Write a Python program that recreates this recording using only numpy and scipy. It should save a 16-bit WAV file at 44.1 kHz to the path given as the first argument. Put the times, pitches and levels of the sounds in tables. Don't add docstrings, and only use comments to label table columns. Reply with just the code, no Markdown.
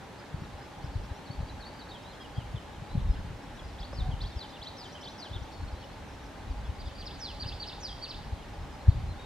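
import sys
import numpy as np
from scipy import signal
from scipy.fft import rfft, irfft, next_fast_len
from scipy.io import wavfile
from scipy.ndimage import uniform_filter1d

SR = 44100
rng = np.random.default_rng(int(sys.argv[2]) if len(sys.argv) > 2 else 0)


def file_out(sig):
    cols = np.atleast_2d(sig).T
    lim = np.clip(cols, -1, 1)
    pcm = np.round(lim * 32767).astype(np.int16)
    wavfile.write(sys.argv[1], SR, pcm)


N = 407925
TIME = np.arange(N) / SR
SIDES = np.array([[.5], [-.5]])


def from_db(db):
    return 10 ** (np.asarray(db) / 20)


def unit_rms(x):
    return x / np.sqrt(np.mean(x ** 2) + 1e-20)


def at_hz(points, hz):
    table_hz, value = np.transpose(points)
    return np.interp(np.log(hz + 1e-3), np.log(table_hz), value)


def band(x, low_hz, high_hz):
    return signal.sosfilt(signal.butter(2, [low_hz, high_hz], "band", fs=SR, output="sos"), x)


def drift(corner_hz, size=N, control_hz=4000):
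    noise = rng.standard_normal(int(size / SR * control_hz) + 2 * control_hz)
    pole = np.exp(-2 * np.pi * corner_hz / control_hz)
    slow = unit_rms(signal.lfilter([1], [1, -2 * pole, pole * pole], noise))
    settled = slow[control_hz:]
    return np.interp(np.arange(size) / SR * control_hz, np.arange(len(settled)), settled)


def stereo_noise(db_at, correlation):
    size = next_fast_len(N)
    hz = np.fft.rfftfreq(size, 1 / SR)
    mid, side = rfft(rng.standard_normal((2, size)))
    alike = np.clip(at_hz(correlation, hz), 0, .999)
    both = np.sqrt(1 + alike) * mid + np.sqrt(1 - alike) * side * [[1], [-1]]
    return unit_rms(irfft(both * from_db(db_at(hz)), size)[:, :N])


def add(out, start_s, sound):
    i = int(np.clip(start_s * SR, 0, N - 1))
    out[..., i:i + sound.shape[-1]] += sound[..., :N - i]


# frequency in Hz, relative density in dB.
TRAFFIC_SPECTRUM = [(24, -32), (40, -10.5), (90, -3), (123, -5.5), (230, -6.5), (283, -9), (393, -10),
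                    (574, -11.5), (745, -12.5), (812, -9), (949, -12), (1070, -14), (2500, -30),
                    (3250, -41.5), (5500, -120)]
AIR_SPECTRUM = [(1180, -8.5), (2000, -0.5), (4240, -5.5), (4610, -9.5), (5190, -10), (6350, -11.5),
                (10600, -21), (13400, -25.5), (15000, -32)]
# frequency in Hz, left-right correlation from 0 to 1.
BACKGROUND_CORRELATION = [(60, 0.97), (130, 1), (290, 0.61), (640, 0.82), (1400, 0.64), (3100, 0.47),
                          (6800, 0.27), (14000, 0.56)]
# centre in Hz, approximate bandwidth in Hz, median level in dB.
TRAFFIC_DRONES = [(279, 12.5, -61.5), (823, 94, -58), (575, 46, -64), (1604, 400, -62)]


def traffic_and_air(traffic_db=-47.5, air_db=-56.0, sway_db=3.0):
    traffic = stereo_noise(lambda hz: at_hz(TRAFFIC_SPECTRUM, hz), BACKGROUND_CORRELATION)
    air = stereo_noise(lambda hz: at_hz(AIR_SPECTRUM, hz), BACKGROUND_CORRELATION)
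    out = from_db(traffic_db) * traffic + from_db(air_db) * air
    for centre_hz, width_hz, db in TRAFFIC_DRONES:
        peak_db = lambda hz: -20 * np.log10(1 + ((hz - centre_hz) / (0.69 * width_hz)) ** 2)
        out += from_db(db + sway_db * drift(16.5)) * stereo_noise(peak_db, BACKGROUND_CORRELATION)
    return out


# time in seconds, relative level in dB.
BREEZE_LEVELS = [(0, -62), (3.9, -44), (4.7, -61), (6.3, -47), (9.25, -47.5)]
# start in seconds, hold in seconds, relative level in dB.
WIND_GUSTS = [(0.352, 0.21, -51), (0.84, 0.19, -46), (1.385, 0.2, -48.5), (2.377, 0.22, -50.5),
              (2.975, .16, -35.5), (3.193, 0.12, -43.5), (3.532, 0.28, -49), (3.98, 0.26, -38.5),
              (5.32, 0.091, -44), (5.611, 0.063, -44.5), (6.485, 0.354, -43), (7.425, 0.17, -48),
              (8.24, 0.095, -44.5), (8.596, 0.14, -47), (8.9, 0.2, -41)]
# frequency in Hz, relative density in dB.
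BUFFET_SPECTRUM = [(15, -31), (28, -2.5), (45, 2.5), (80, -2), (120, -8.5), (180, -15), (280, -27),
                   (500, -40), (1500, -110)]


def turbulence(breeze_db=-1.0, gust_db=4.0, lumpy_db=3.0, attack_s=0.045, release_s=0.038):
    power = from_db(np.interp(TIME, *np.transpose(BREEZE_LEVELS)) + breeze_db) ** 2
    for start_s, hold_s, db in WIND_GUSTS:
        outside_hold = np.maximum((start_s - TIME) / attack_s, (TIME - start_s - hold_s) / release_s)
        power += (from_db(db + gust_db) * np.exp(-np.clip(outside_hold, 0, 20))) ** 2
    strength = np.sqrt(power) * from_db(lumpy_db * drift(13.5))
    correlation = [(50, 1.0), (100, 0.93), (200, 0.41)]
    return strength * stereo_noise(lambda hz: at_hz(BUFFET_SPECTRUM, hz), correlation)


# centre in seconds, relative level in dB, pitch in Hz.
EDDIES = [(0.346, -26, 119), (0.423, -30.5, 149), (0.845, -29.5, 115), (0.962, -24.5, 83), (1.118, -28, 73),
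          (1.306, -29, 122), (1.389, -26, 58.4), (1.407, -28, 120), (1.433, -26, 84), (2.385, -22, 101.6),
          (2.548, -24.5, 107), (2.572, -33.5, 70), (2.825, -32, 119), (2.955, -21, 150), (2.979, -17, 92),
          (3.055, -26, 62), (3.101, -17.5, 51), (3.251, -31, 117), (4.011, -26, 45.6), (4.092, -22, 111),
          (4.14, -22.5, 71.1), (4.369, -26.5, 71.4), (5.316, -31, 88), (5.362, -29, 83), (5.421, -28, 62),
          (5.638, -30, 76), (5.735, -29.5, 61), (6.514, -28, 53.5), (6.696, -24.5, 67.6), (6.876, -30, 76),
          (7.462, -29.5, 90.2), (8.331, -25.5, 71), (8.89, -6.5, 83.8), (8.957, -28, 92)]


def puffs(spread_cycles=0.41, gain_db=1.04, port_lag_s=0.00036, ripple_db=-19.0, pan_db=2.3):
    out, t = np.zeros((2, N)), np.arange(-SR // 15, SR // 15) / SR
    for centre_s, db, hz in EDDIES:
        phase = 2 * np.pi * (rng.random() + hz * port_lag_s * SIDES * rng.choice([-1, 1]))
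        ripple = unit_rms(SIDES * band(rng.standard_normal(len(t)), 1.67 * hz, 2.1 * hz))
        envelope = np.exp(-.5 * (t * hz / spread_cycles) ** 2)
        pulse = envelope * (np.cos(2 * np.pi * hz * t + phase) + from_db(ripple_db) * ripple)
        add(out, centre_s + t[0], from_db(db + gain_db + pan_db * SIDES) * pulse)
    return out


def faint_hollow_tone(centre_s=4.06, spread_s=0.038, tone_hz=755, width_hz=42, level_db=-48):
    tone = unit_rms(band(rng.standard_normal(N), tone_hz - width_hz / 2, tone_hz + width_hz / 2))
    return tone * from_db(level_db) * np.exp(-.5 * ((TIME - centre_s) / spread_s) ** 2)


# start in seconds, relative level in dB.
DRY_KNOCK = (3.931, -37)
# frequency in Hz, relative level in dB, time to decay by 60 dB in seconds.
KNOCK_TONES = [(560, 2.5, 0.041), (715, -7, .02), (1130, -1, 0.024), (1510, -8, 0.021)]


def knock(high_hz=2600):
    out, t = np.zeros(N), np.arange(SR // 10) / SR
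    start_s, level_db = DRY_KNOCK
    tones = sum(from_db(level_db + db - 60 * t / t60) * np.sin(2 * np.pi * hz * t)
                for hz, db, t60 in KNOCK_TONES)
    add(out, start_s, band(tones, 200, high_hz))
    return out


def rock_echo(x, correlation=0.79, low_hz=2300):
    t = np.arange(SR) / SR

    def tail_power(db, t60, onset_s):
        tail = from_db(-60 * t / t60) * (1 - np.exp(-(t / onset_s) ** 2))
        return (from_db(db) * unit_rms(tail)) ** 2

    reflections = rng.standard_normal((3, SR)) * (rng.random((3, SR)) < .1)
    paths = np.sqrt(correlation) * reflections[2] + np.sqrt(1 - correlation) * reflections[:2]
    ground = tail_power(db=-10, t60=0.069, onset_s=.003)
    rock_face = tail_power(db=-15, t60=.3, onset_s=.04)
    far_rocks = tail_power(db=-10, t60=0.74, onset_s=.03)
    response = unit_rms(paths) * np.sqrt(2 * (ground + rock_face + far_rocks) / SR)
    response = signal.sosfilt(signal.butter(2, low_hz, "high", fs=SR, output="sos"), response)
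    return signal.fftconvolve(x, response, axes=1)[:, :N]


def ground_bounce(x, delay_s=.0027, level_db=-12):
    reflection = np.array([np.interp(TIME - delay_s, TIME, channel, left=0) for channel in x])
    return x + from_db(level_db) * reflection


def brush_scatter(x, count=24, spread_s=0.02, level_db=-11.5):
    delays_s = .002 + spread_s * rng.random(count)
    copies = sum(np.pad(x, ((0, 0), (int(s * SR), 0)))[:, :N] for s in delays_s)
    return x + from_db(level_db) * copies / np.sqrt(count)


PITCH_CONTOURS = { "arch": [(0, 4374), (.014, 4660), (.021, 5015), (.033, 4620), (.053, 2720), (.061, 2750),
                  (.072, 3400)], "dip": [(0, 5750), (.016, 5130), (.04, 2738), (.05, 2650), (.069, 4120)],
                  "long_slide": [(0, 6950), (.028, 5700), (.064, 4650), (.097, 3520), (.15, 2440)],
                  "hooked_slide": [(0, 6880), (.06, 4640), (.098, 3300), (.115, 3050), (.14, 3310)],
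                  "zigzag": [(0, 2727), (.018, 3900), (.031, 5350), (.041, 3385), (.05, 3150), (.075, 4590),
                  (.084, 4650)], "slur": [(0, 6300), (.024, 5270), (.052, 4640), (.088, 3400),
                  (.115, 2830)], "crest": [(0, 3233), (.025, 3763), (.062, 2550)], "scoop": [(0, 4580),
                  (.048, 3610), (.054, 4250), (.076, 4400), (.098, 4630)], "hook": [(0, 4228), (.018, 4520),
                  (.035, 3600), (.049, 4060)], "fall": [(0, 4100), (.022, 3450), (.05, 3050)],
                  "swell": [(0, 3870), (.07, 4480), (.1, 3300), (.118, 3800)], "droop": [(0, 3220),
                  (.018, 3350), (.042, 3200), (.077, 2700)], "peak": [(0, 4985), (.019, 6250),
                  (.036, 4750)], "flick": [(0, 5810), (.035, 4530)], "lilt": [(0, 3800), (.022, 4300),
                  (.042, 5150), (.075, 5300)], "bow": [(0, 4200), (.021, 4530), (.036, 5320), (.054, 5420),
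                  (.072, 3750)], "ladle": [(0, 3740), (.017, 2910), (.046, 3080)], "tsip": [(0, 5340),
                  (.038, 5010)], "peep": [(0, 5140), (.025, 5380), (.042, 5950)], "whistle": [(0, 4470),
                  (.045, 4360), (.145, 4330)], "pip": [(0, 4345), (.062, 4320)], "held": [(0, 3280),
                  (.03, 3560), (.042, 3790), (.13, 3750)], "bend": [(0, 4050), (.035, 4170), (.08, 3980)], }
EFFORT_CONTOURS = {"arch": [(0, -7), (.02, -1), (.036, 1), (.053, -4), (.072, -6)], "dip": [(0, -3.5),
                   (.02, 0.5), (.045, -3.5), (.069, 3)], "long_slide": [(0, -5), (.04, -0.5), (.09, -0.5),
                   (.15, 0)], "hooked_slide": [(0, -7), (.055, -1), (.1, -5.5), (.14, -9)], "peak": [(0, 4),
                   (.012, 4.5), (.019, -5), (.028, -4)], "droop": [(0, -1), (.028, 1), (.045, -8),
                   (.06, -0.5)], "hook": [(0, -3), (.018, -2.5), (.034, 2)], "slur": [(0, -3), (.03, -0.5),
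                   (.075, 0), (.115, -0.5)]}
BIRD_VOICES = {"near": (4400, 1300, 0.008, 0.0075, 0.0025, 2.8, 0.0087, 1.0),
               "middle": (4000, 1100, 0.0095, 0.014, 0.0022, 3.35, 0.0125, 1.6),
               "soft": (3570, 1300, 0.01, 0.0092, 0.0018, 2.6, 0.0063, 2.3),
               "far": (3600, 2300, 0.0046, 0.0085, 0.0015, 3.1, 0.0071, 0.71),
               "hidden": (3600, 2300, .012, .012, .002, 3, .018, .7),
               "piping": (3800, 2200, .012, .015, .003, 2.5, .003, .5)}


def syllable(shape, voice, pitch, stretch, lag_samples, easy_sweep_hz_per_s=9000):
    throat_hz, width_hz, attack_s, release_s, turn_s, flutter_db, tremble, loss_db = BIRD_VOICES[voice]
    points_s, points_hz = np.transpose(PITCH_CONTOURS[shape])
    t = np.arange(0, points_s[-1] * stretch, 1 / SR)
    glide = np.interp(t, points_s * stretch, points_hz)
    for _ in range(2):
        glide = uniform_filter1d(glide, size=1 + int(2 * turn_s * SR), mode="nearest")
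    haste = np.log2(1 + np.abs(np.gradient(glide)) * SR / easy_sweep_hz_per_s)
    haste = uniform_filter1d(haste, size=SR // 80, mode="nearest")
    hz = pitch * glide * (1 + tremble * drift(128, size=len(t)))
    ramp = np.clip(np.minimum(t / attack_s, (t[-1] - t) / release_s), 0, 1)
    resonance = 1 / (1 + ((hz - throat_hz) / width_hz) ** 2)
    effort_db = np.interp(t / stretch, *np.transpose(EFFORT_CONTOURS.get(shape, [(0, 0)])))
    flutter = drift(70, size=len(t))
    swell_db = effort_db + flutter_db * (flutter - flutter.mean()) - loss_db * (haste - haste.mean())
    envelope = np.sin(np.pi / 2 * ramp) ** 2 * resonance * from_db(swell_db)
    phase = 2 * np.pi * (np.cumsum(hz) - hz * lag_samples * SIDES) / SR
    return envelope * (np.sin(phase) + from_db(-44) * np.sin(2 * phase))


def far_twitter(count=260, level_db=-63, spread_db=4):
    out, shapes = np.zeros((2, N)), ["peak", "fall", "tsip", "lilt", "hook", "arch", "crest"]
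    for k, (jitter, faintness, height, length, side) in enumerate(rng.random((count, 5))):
        note = syllable(shapes[k % len(shapes)], "far", pitch=.76 + .34 * height,
                        stretch=0.67 + .5 * length, lag_samples=2 * side - 1)
        add(out, (k + jitter) / count * N / SR, from_db(level_db - spread_db * faintness) * note)
    return out


# start in seconds, end in seconds, relative level in dB.
CHATTER_SPAN = (3.45, 6.5, -56.5)


def far_chatter(count=24, spread_db=3, pitch_range=0.159):
    out, shapes = np.zeros((2, N)), ["peak", "flick", "flick"]
    start_s, end_s, level_db = CHATTER_SPAN
    for k, (jitter, faintness, height, length, side) in enumerate(rng.random((count, 5))):
        note = syllable(shapes[k % len(shapes)], "far", pitch=1 + pitch_range * (height - .5),
                        stretch=0.525 + .5 * length, lag_samples=2 * side - 1)
        onset_s = start_s + (end_s - start_s) * (k + jitter) / count
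        add(out, onset_s, from_db(level_db - spread_db * faintness) * note)
    return out


def far_trill(start_s=4.918, period_s=0.09, level_db=-50.5, count=4):
    return [(start_s + k * period_s, "far", "peak", level_db, 1) for k in range(count)]


BIRD_PERCHES = {"near": (1.62, -1.5, -0.42, 0.049), "middle": (-1.7, 0.81, 0.7, -0.036),
                "soft": (-0.12, 0.02, 0, -0.92), "far": (1, -0.039, 0, .5), "piping": (1.5, 3, 1, -6),
                "hidden": (1.5, 0, 3, 6)}
SONG_MOTIFS = { "chirrup": [(0, "arch", -1.5), (.074, "dip", -4)], "seesaw": [(0, "zigzag", -2.5),
               (.151, "slur", -3)], }
# start in seconds, bird, motif or syllable, relative level in dB, pitch factor.
BIRD_SONG = [ (.185, "far", "tsip", -55, 0.97), (.575, "far", "lilt", -61, 0.98),
             (0.809, "far", "bow", -54.5, 0.99), (.93, "far", "tsip", -59, .87),
             (1.03, "far", "peep", -58, 1.02), (1.14, "far", "peep", -56, 1.05),
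             (1.249, "soft", "scoop", -51, 1.02), (1.465, "soft", "hook", -48, 1.07),
             (1.597, "soft", "scoop", -46.5, 1.02), (1.785, "soft", "hook", -45.5, 1.04),
             (1.884, "soft", "hook", -46, 1.01), (1.925, "soft", "fall", -46, 0.98),
             (2.041, "soft", "swell", -53, 0.95), (2.195, "soft", "droop", -47.5, 0.99),
             (2.357, "soft", "droop", -46.5, 0.98), (1.39, "far", "peep", -61, 0.77),
             (1.735, "far", "tsip", -56, .9), (2.195, "far", "tsip", -55, .98),
             (2.345, "far", "peep", -58, 0.89), (2.549, "hidden", "fall", -53, 0.93),
             (2.89, "hidden", "swell", -59.5, 0.97), (2.99, "hidden", "peep", -60, 0.69),
             (3.066, "hidden", "swell", -66.5, 0.92), (3.097, "far", "tsip", -55, 1),
             (3.125, "hidden", "hook", -60, 0.76), (3.568, "middle", "fall", -50, 0.99),
             (3.625, "far", "tsip", -58, 0.94), (3.777, "middle", "seesaw", -43.5, 0.99),
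             (4.105, "hidden", "fall", -52, 0.88), (4.196, "middle", "seesaw", -41, 1),
             (4.31, "hidden", "droop", -55, 1.1), (4.52, "hidden", "crest", -53, 0.99),
             (4.61, "middle", "zigzag", -41.5, 0.99), (4.763, "middle", "slur", -42.5, 1.01),
             (4.025, "far", "flick", -62, 1.1), (4.48, "far", "flick", -57, 1.05),
             (4.667, "far", "swell", -72, .95), (4.835, "far", "flick", -53, 1.3),
             (4.888, "far", "fall", -61, 1.2), (5.275, "far", "fall", -58, 0.95),
             (4.94, "hidden", "crest", -53, 0.87), (5.02, "middle", "seesaw", -40, 0.96),
             (5.324, "middle", "crest", -42.5, 1.01), (5.505, "piping", "whistle", -58, 1),
             (5.662, "piping", "pip", -56.5, 1), (5.815, "piping", "ladle", -52, .99),
             (5.745, "far", "swell", -57.5, 0.99), (5.91, "hidden", "tsip", -60, 0.84),
             (6.209, "far", "peep", -57.5, 1.05), (6.64, "hidden", "droop", -59.5, 1.03),
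             (6.85, "hidden", "fall", -55, 0.99), (6.95, "far", "peep", -53, .9),
             (6.782, "near", "chirrup", -46, 0.98), (6.978, "near", "arch", -41.5, 1),
             (7.052, "near", "dip", -39, 0.98), (7.132, "near", "arch", -50.5, 0.96),
             (7.182, "near", "long_slide", -37, 1), (7.394, "near", "chirrup", -32.5, 0.98),
             (7.594, "near", "chirrup", -33, 0.98), (7.797, "near", "hooked_slide", -33, 1.016),
             (8.012, "near", "chirrup", -33.5, 0.97), (8.21, "far", "fall", -57, 0.9),
             (8.376, "far", "droop", -55, 0.98), (8.53, "far", "flick", -60, .93),
             (8.72, "far", "tsip", -57, .96), (8.8, "hidden", "peep", -58, 0.8),
             (8.885, "hidden", "fall", -57, 1.2), (9.07, "piping", "bend", -59, 1),
             (9.15, "piping", "held", -55, 1), ]


def songbirds():
    direct, to_rocks = np.zeros((2, 2, N))
    for start_s, bird, motif, db, pitch in BIRD_SONG + far_trill():
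        lag_samples, pan_db, direct_db, echo_db = BIRD_PERCHES[bird]
        for delay_s, shape, accent_db in SONG_MOTIFS.get(motif, [(0, motif, 0)]):
            note = syllable(shape, bird, pitch, stretch=0.99, lag_samples=lag_samples)
            note *= from_db(db + accent_db + pan_db * SIDES)
            add(direct, start_s + delay_s, from_db(direct_db) * note)
            add(to_rocks, start_s + delay_s, from_db(echo_db) * note)
    return direct, to_rocks


def scene(birds_db=-2.5, twitter_db=0.5, far_echo_db=4.0):
    direct, to_rocks = songbirds()
    twitter, chatter = far_twitter(), far_chatter()
    echo = rock_echo(to_rocks + from_db(far_echo_db) * (twitter + chatter))
    song = brush_scatter(ground_bounce(direct))
    birds = from_db(birds_db) * (song + from_db(twitter_db) * twitter + chatter + echo)
    wind = puffs() + turbulence()
    return birds + wind + faint_hollow_tone() + knock() + traffic_and_air()


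def record(dry, low_hz=18, high_hz=15200):
    thinned = signal.sosfilt(signal.butter(2, low_hz, "high", fs=SR, output="sos"), dry)
    return signal.sosfilt(signal.ellip(10, .1, 80, high_hz, fs=SR, output="sos"), thinned)


dry = scene()
out = record(dry)
file_out(out)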